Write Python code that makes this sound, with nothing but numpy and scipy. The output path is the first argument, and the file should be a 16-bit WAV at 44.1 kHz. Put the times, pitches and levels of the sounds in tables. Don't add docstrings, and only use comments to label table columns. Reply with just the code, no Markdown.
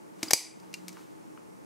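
import sys
import numpy as np
from scipy import signal
from scipy.fft import rfft, irfft
from scipy.io import wavfile
from scipy.ndimage import uniform_filter1d

SR = 44100
rng = np.random.default_rng(int(sys.argv[2]) if len(sys.argv) > 2 else 0)


def pcm_store(signal):
    levels = np.round(np.clip(np.atleast_2d(signal), -1, 1) * 32767)
    wavfile.write(sys.argv[1], SR, levels.astype(np.int16).T)


N = 72765
T = np.arange(N) / SR
FREQS = np.fft.rfftfreq(N, 1 / SR)
SNAP_S = .3336


def from_db(db):
    return 10 ** (np.asarray(db) / 20)


def at_hz(points, hz, column=1):
    table = np.array(points)
    return np.interp(np.log(np.maximum(hz, 1)), np.log(table[:, 0]), table[:, column])


def shaped(x, colour, tilt_db=0):
    octaves = np.log2(np.maximum(FREQS, 2000) / 5000)
    return irfft(rfft(x) * from_db(at_hz(colour, FREQS) + tilt_db * octaves), N)


def low_cut(x, hz):
    return signal.sosfilt(signal.butter(2, hz, "high", fs=SR, output="sos"), x)


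def fader(points):
    return from_db(np.interp(T, *np.transpose(points)))


def noise(colour):
    return shaped(rng.standard_normal(N), colour)


def wavering(hz, width):
    phases = np.exp(2j * np.pi * rng.random(len(FREQS)))
    tone = irfft(phases / (1 + ((FREQS - hz) / width * 2) ** 2), N)
    return tone / tone.std()


def burst(start, rise, decay):
    age = T - start
    return np.clip(age / rise, 0, 1) ** .5 * np.exp(-np.maximum(age - rise, 0) / decay)


def strike(start, modes):
    age = np.maximum(T - start, 0)
    return sum((-1) ** k * from_db(db - np.minimum(60 * age / t60, 200)) * np.sin(2 * np.pi * hz * age)
               for k, (hz, db, t60) in enumerate(modes))


def chatter(start, rise, decay, size=2048):
    first = int(start * SR)
    envelope = burst(start, rise, decay)[first:first + size]
    force = envelope * rng.standard_normal(size)
    for _ in range(2):
        spectrum = rfft(force)
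        force = irfft(spectrum / np.abs(spectrum) ** .4) * envelope ** .1
    force *= np.linalg.norm(envelope) / np.linalg.norm(force)
    return np.pad(force, (first, N - first - size))


def opposed(x):
    return np.array([x, -x])


def room_air():
    # frequency in Hz, level in dB.
    mid_colour = [(25, -55.5), (80, -56.5), (150, -41), (400, -42), (650, -50.5), (1100, -50),
                  (1600, -57.5), (2200, -57), (3500, -66.5), (6000, -62), (10000, -64), (15000, -72.5)]
    side_colour = [(25, -52.5), (80, -46), (150, -33), (350, -31), (600, -39), (1200, -45), (2400, -58.5),
                   (4400, -66.5), (9000, -68), (15000, -73.5)]
    return noise(mid_colour) + opposed(noise(side_colour))


def hum():
    # pitch in Hz, width in Hz, level in dB.
    tones = [(315, 22, -59.5), (872, 50, -70)]
    # time in seconds, level in dB.
    swell = [(0, -69), (.5, -70), (.64, -59), (.9, -56), (1.02, -68), (1.65, -70)]
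    upper = sum(from_db(db) * wavering(hz, width) for hz, width, db in tones)
    return upper + fader(swell) * wavering(hz=181.74, width=2.5)


def leather_rub():
    # time in seconds, level in dB.
    swells = [(0, -89), (.17, -64), (.25, -47), (.3, -47.5), (.36, -76), (.61, -81), (.63, -58), (.67, -63),
              (.86, -60.5), (.91, -59), (1.0, -53), (1.06, -61), (1.65, -86.5)]
    # frequency in Hz, level in dB.
    colour = [(200, -6.5), (1000, 5), (2500, -1), (6000, -4.5), (15000, -12)]
    return fader(swells) * noise(colour)


def steel_clicks():
    # start in seconds, grit level in dB, rise and decay in seconds,
    # tilt in dB per octave, ring level in dB, low cut of the grit in Hz.
    contacts = [(0.1880, -60, .003, .005, -6, -53.5, 900), (0.229, -22.5, .002, 0.0034, -2, -22, 300),
                (0.282, -45, 0.0012, 0.0072, 0, -42, 2500), (0.3068, -19, .003, 0.0034, -1.5, -16, 330),
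                (0.3336, 5, .0003, .0016, 0.5, 6, 70), (0.599, -53, .001, .005, -3, -50, 2000),
                (0.729, -49.5, .001, .004, -4, -51, 2000), (0.7397, -32, 0.0012, 0.00367, -3, -32, 1600),
                (0.882, -31, .0005, .0022, .3, -35, 700), (0.8910, -41, .001, .004, -2.5, -48, 700),
                (0.9270, -52.5, 0.0018, 0.0041, 1, -58, 700)]
    # pitch in Hz, level in dB, t60 in seconds.
    modes = [(2376, -16.5, .02), (4460, -23, 0.012), (4500, -15.5, .025), (4760, -10, 0.032),
             (5280, -18, .025), (5740, -17.5, .022), (6404, -10, .022), (6655, -14.5, .022),
             (7935, -13, .027), (9100, -14, .025), (9730, -17, .022), (11970, -19, 0.018),
             (12450, -14.5, .016), (13750, -19, .018)]
    # frequency in Hz, level in dB.
    grind = [(60, -30.5), (150, -11), (350, 2), (800, -1), (1650, -7.5), (2200, 3), (3200, -2), (4800, 5),
             (6500, 3.5), (10000, -2.5), (14000, -6.5), (16000, -17.5)]
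    body = strike(0, modes)
    grit = side = ring = 0
    for start, grit_db, rise, decay, tilt_db, ring_db, low_hz in contacts:
        force = chatter(start, rise, decay)
        rung = signal.fftconvolve(force / np.linalg.norm(force), body)[:N]
        ring += from_db(ring_db) * shaped(rung, [(1, 0)], tilt_db)
        grit += from_db(grit_db) * shaped(low_cut(force, low_hz), grind, tilt_db)
        side += from_db(grit_db - 14) * shaped(chatter(start, rise, decay), grind, tilt_db)
    return grit, side, ring


def pivot_squeaks(pitch_hz=4890):
    # start in seconds, level in dB, rise and decay in seconds.
    squeaks = [(.2295, -35, 0.0029, .002), (.2822, -32, 0.0035, .002)]
    envelope = sum(from_db(db) * burst(start, rise, decay) for start, db, rise, decay in squeaks)
    return envelope * np.sin(2 * np.pi * pitch_hz * T)


def leather_thuds():
    # start in seconds, level in dB, pitch in Hz, t60 in seconds.
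    thuds = [(.2305, -25, 312, .045), (0.3336, -10, 290, .016), (.3338, -18, 700.3, 0.012)]
    return low_cut(sum(strike(start, [(hz, db, t60)]) for start, db, hz, t60 in thuds), hz=110)


def strap_groan():
    return from_db(-48.5) * burst(start=.262, rise=.02, decay=.009) * wavering(hz=300, width=160)


def punch_cut():
    # pitch in Hz, level in dB, t60 in seconds.
    modes = [(545, -6, 0.016), (800, -1.5, .018), (1840, 0, .02), (5770, -0.5, 0.022), (10550, -3, 0.02),
             (11900, 0, .02)]
    return from_db(-24) * strike(start=.3086, modes=modes)


def wheel_ring():
    # centre in Hz, width in Hz, level in dB, t60 in seconds.
    clusters = [(4790, 170, -28, .32), (2300, 260, -43, .28), (8115, 43.6, -54, .3)]
    return sum(from_db(db) * wavering(hz, width) * burst(SNAP_S, rise=.002, decay=t60 / np.log(1000))
               for hz, width, db, t60 in clusters)


def jolt():
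    # frequency in Hz, level in dB.
    colour = [(30, -24.5), (100, -6.5), (250, 4.5), (700, 0.5), (1400, -3), (2500, -22), (8000, -47)]
    return opposed(shaped(chatter(SNAP_S, rise=.0005, decay=.0026), colour))


def strap_scuffs():
    # start in seconds, level in dB, rise and decay in seconds, centre and width in Hz.
    scuffs = [(0.621, -58, .01, 0.017, 890, 197), (0.973, -57, 0.0031, 0.016, 1100, 400),
              (1.235, -58, .012, .012, 887, 130)]
    return sum(from_db(db) * burst(start, rise, decay) * wavering(hz, width)
               for start, db, rise, decay, hz, width in scuffs)


def spring_release():
    # pitch in Hz, level in dB, t60 in seconds.
    modes = [(2390, -4, 0.029), (2750, -2, .04), (3540, -11, .015), (4250, -9, .015), (5520, -8, .015),
             (10850, -13, 0.015)]
    return from_db(-31.5) * strike(start=.7402, modes=modes)


def strap_taps():
    # start in seconds, level in dB.
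    taps = [(0.97, -43), (0.9927, -53), (1.3748, -44.5)]
    # pitch in Hz, level in dB, t60 in seconds.
    modes = [(1060, 1.5, 0.02), (1330, -1, .022), (1560, -0.5, 0.011), (2410, -5.5, .012),
             (2930, -8.5, 0.011)]
    return sum(from_db(db) * strike(start, modes) for start, db in taps)


def room(x, onset_s=.008, side_db=-8, echo_s=.0087, echo_db=-14.5):
    # frequency in Hz, level in dB, t60 in seconds.
    reverb = [(150, -18.5, 0.23), (700, -18, 0.44), (2285, -13, 0.38), (5000, -13.5, .3),
              (9000, -10.5, 0.31), (15000, -17.5, 0.1958)]
    edges_hz = np.geomspace(100, 17000, 29)
    white = rfft(rng.standard_normal((2, N)))
    tail = 0
    for low, high in zip(edges_hz, edges_hz[1:]):
        centre = np.sqrt(low * high)
        decay = at_hz(reverb, centre, column=2) / np.log(1000)
        gain = from_db(at_hz(reverb, centre)) * np.sqrt(2 / decay / SR)
        band = irfft(white * ((FREQS >= low) & (FREQS < high)), N)
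        tail += gain * band * burst(onset_s / 2, onset_s, decay)
    mid, side = signal.fftconvolve(tail, x[None], axes=1)[:, :N]
    echo = from_db(echo_db) * np.interp(T - echo_s, T, x)
    return mid + from_db(side_db) * opposed(side) + echo


def scene():
    grit, side_grit, pliers_ring = steel_clicks()
    ring = pliers_ring + pivot_squeaks() + punch_cut() + wheel_ring() + spring_release()
    leather = leather_thuds() + strap_groan() + strap_scuffs() + strap_taps() + leather_rub()
    pan = from_db([[.7], [-.7]])
    direct = (grit + leather + ring) * pan
    reverb_send = grit + leather + from_db(-8) * ring
    return direct + opposed(side_grit) + jolt() + room(reverb_send) + hum() + room_air()


def record(dry):
    threshold_db, release_db_per_s, detector_s = -9.5, 46.5, .0016
    window = int(detector_s * SR)
    power = uniform_filter1d(np.mean(dry ** 2, axis=0), window)
    over_db = np.maximum(10 * np.log10(np.maximum(power, 1e-12)) - threshold_db, 0)
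    ramp = release_db_per_s * T
    duck_db = np.maximum.accumulate(over_db + ramp) - ramp
    ducked = dry * from_db(-uniform_filter1d(duck_db, window // 2))
    rounded = 2 * np.tanh(ducked / 2)
    top_cut = signal.ellip(10, .2, 70, 15700, fs=SR, output="sos")
    return signal.sosfilt(top_cut, low_cut(rounded, hz=62))


dry = scene()
out = record(dry)
pcm_store(out)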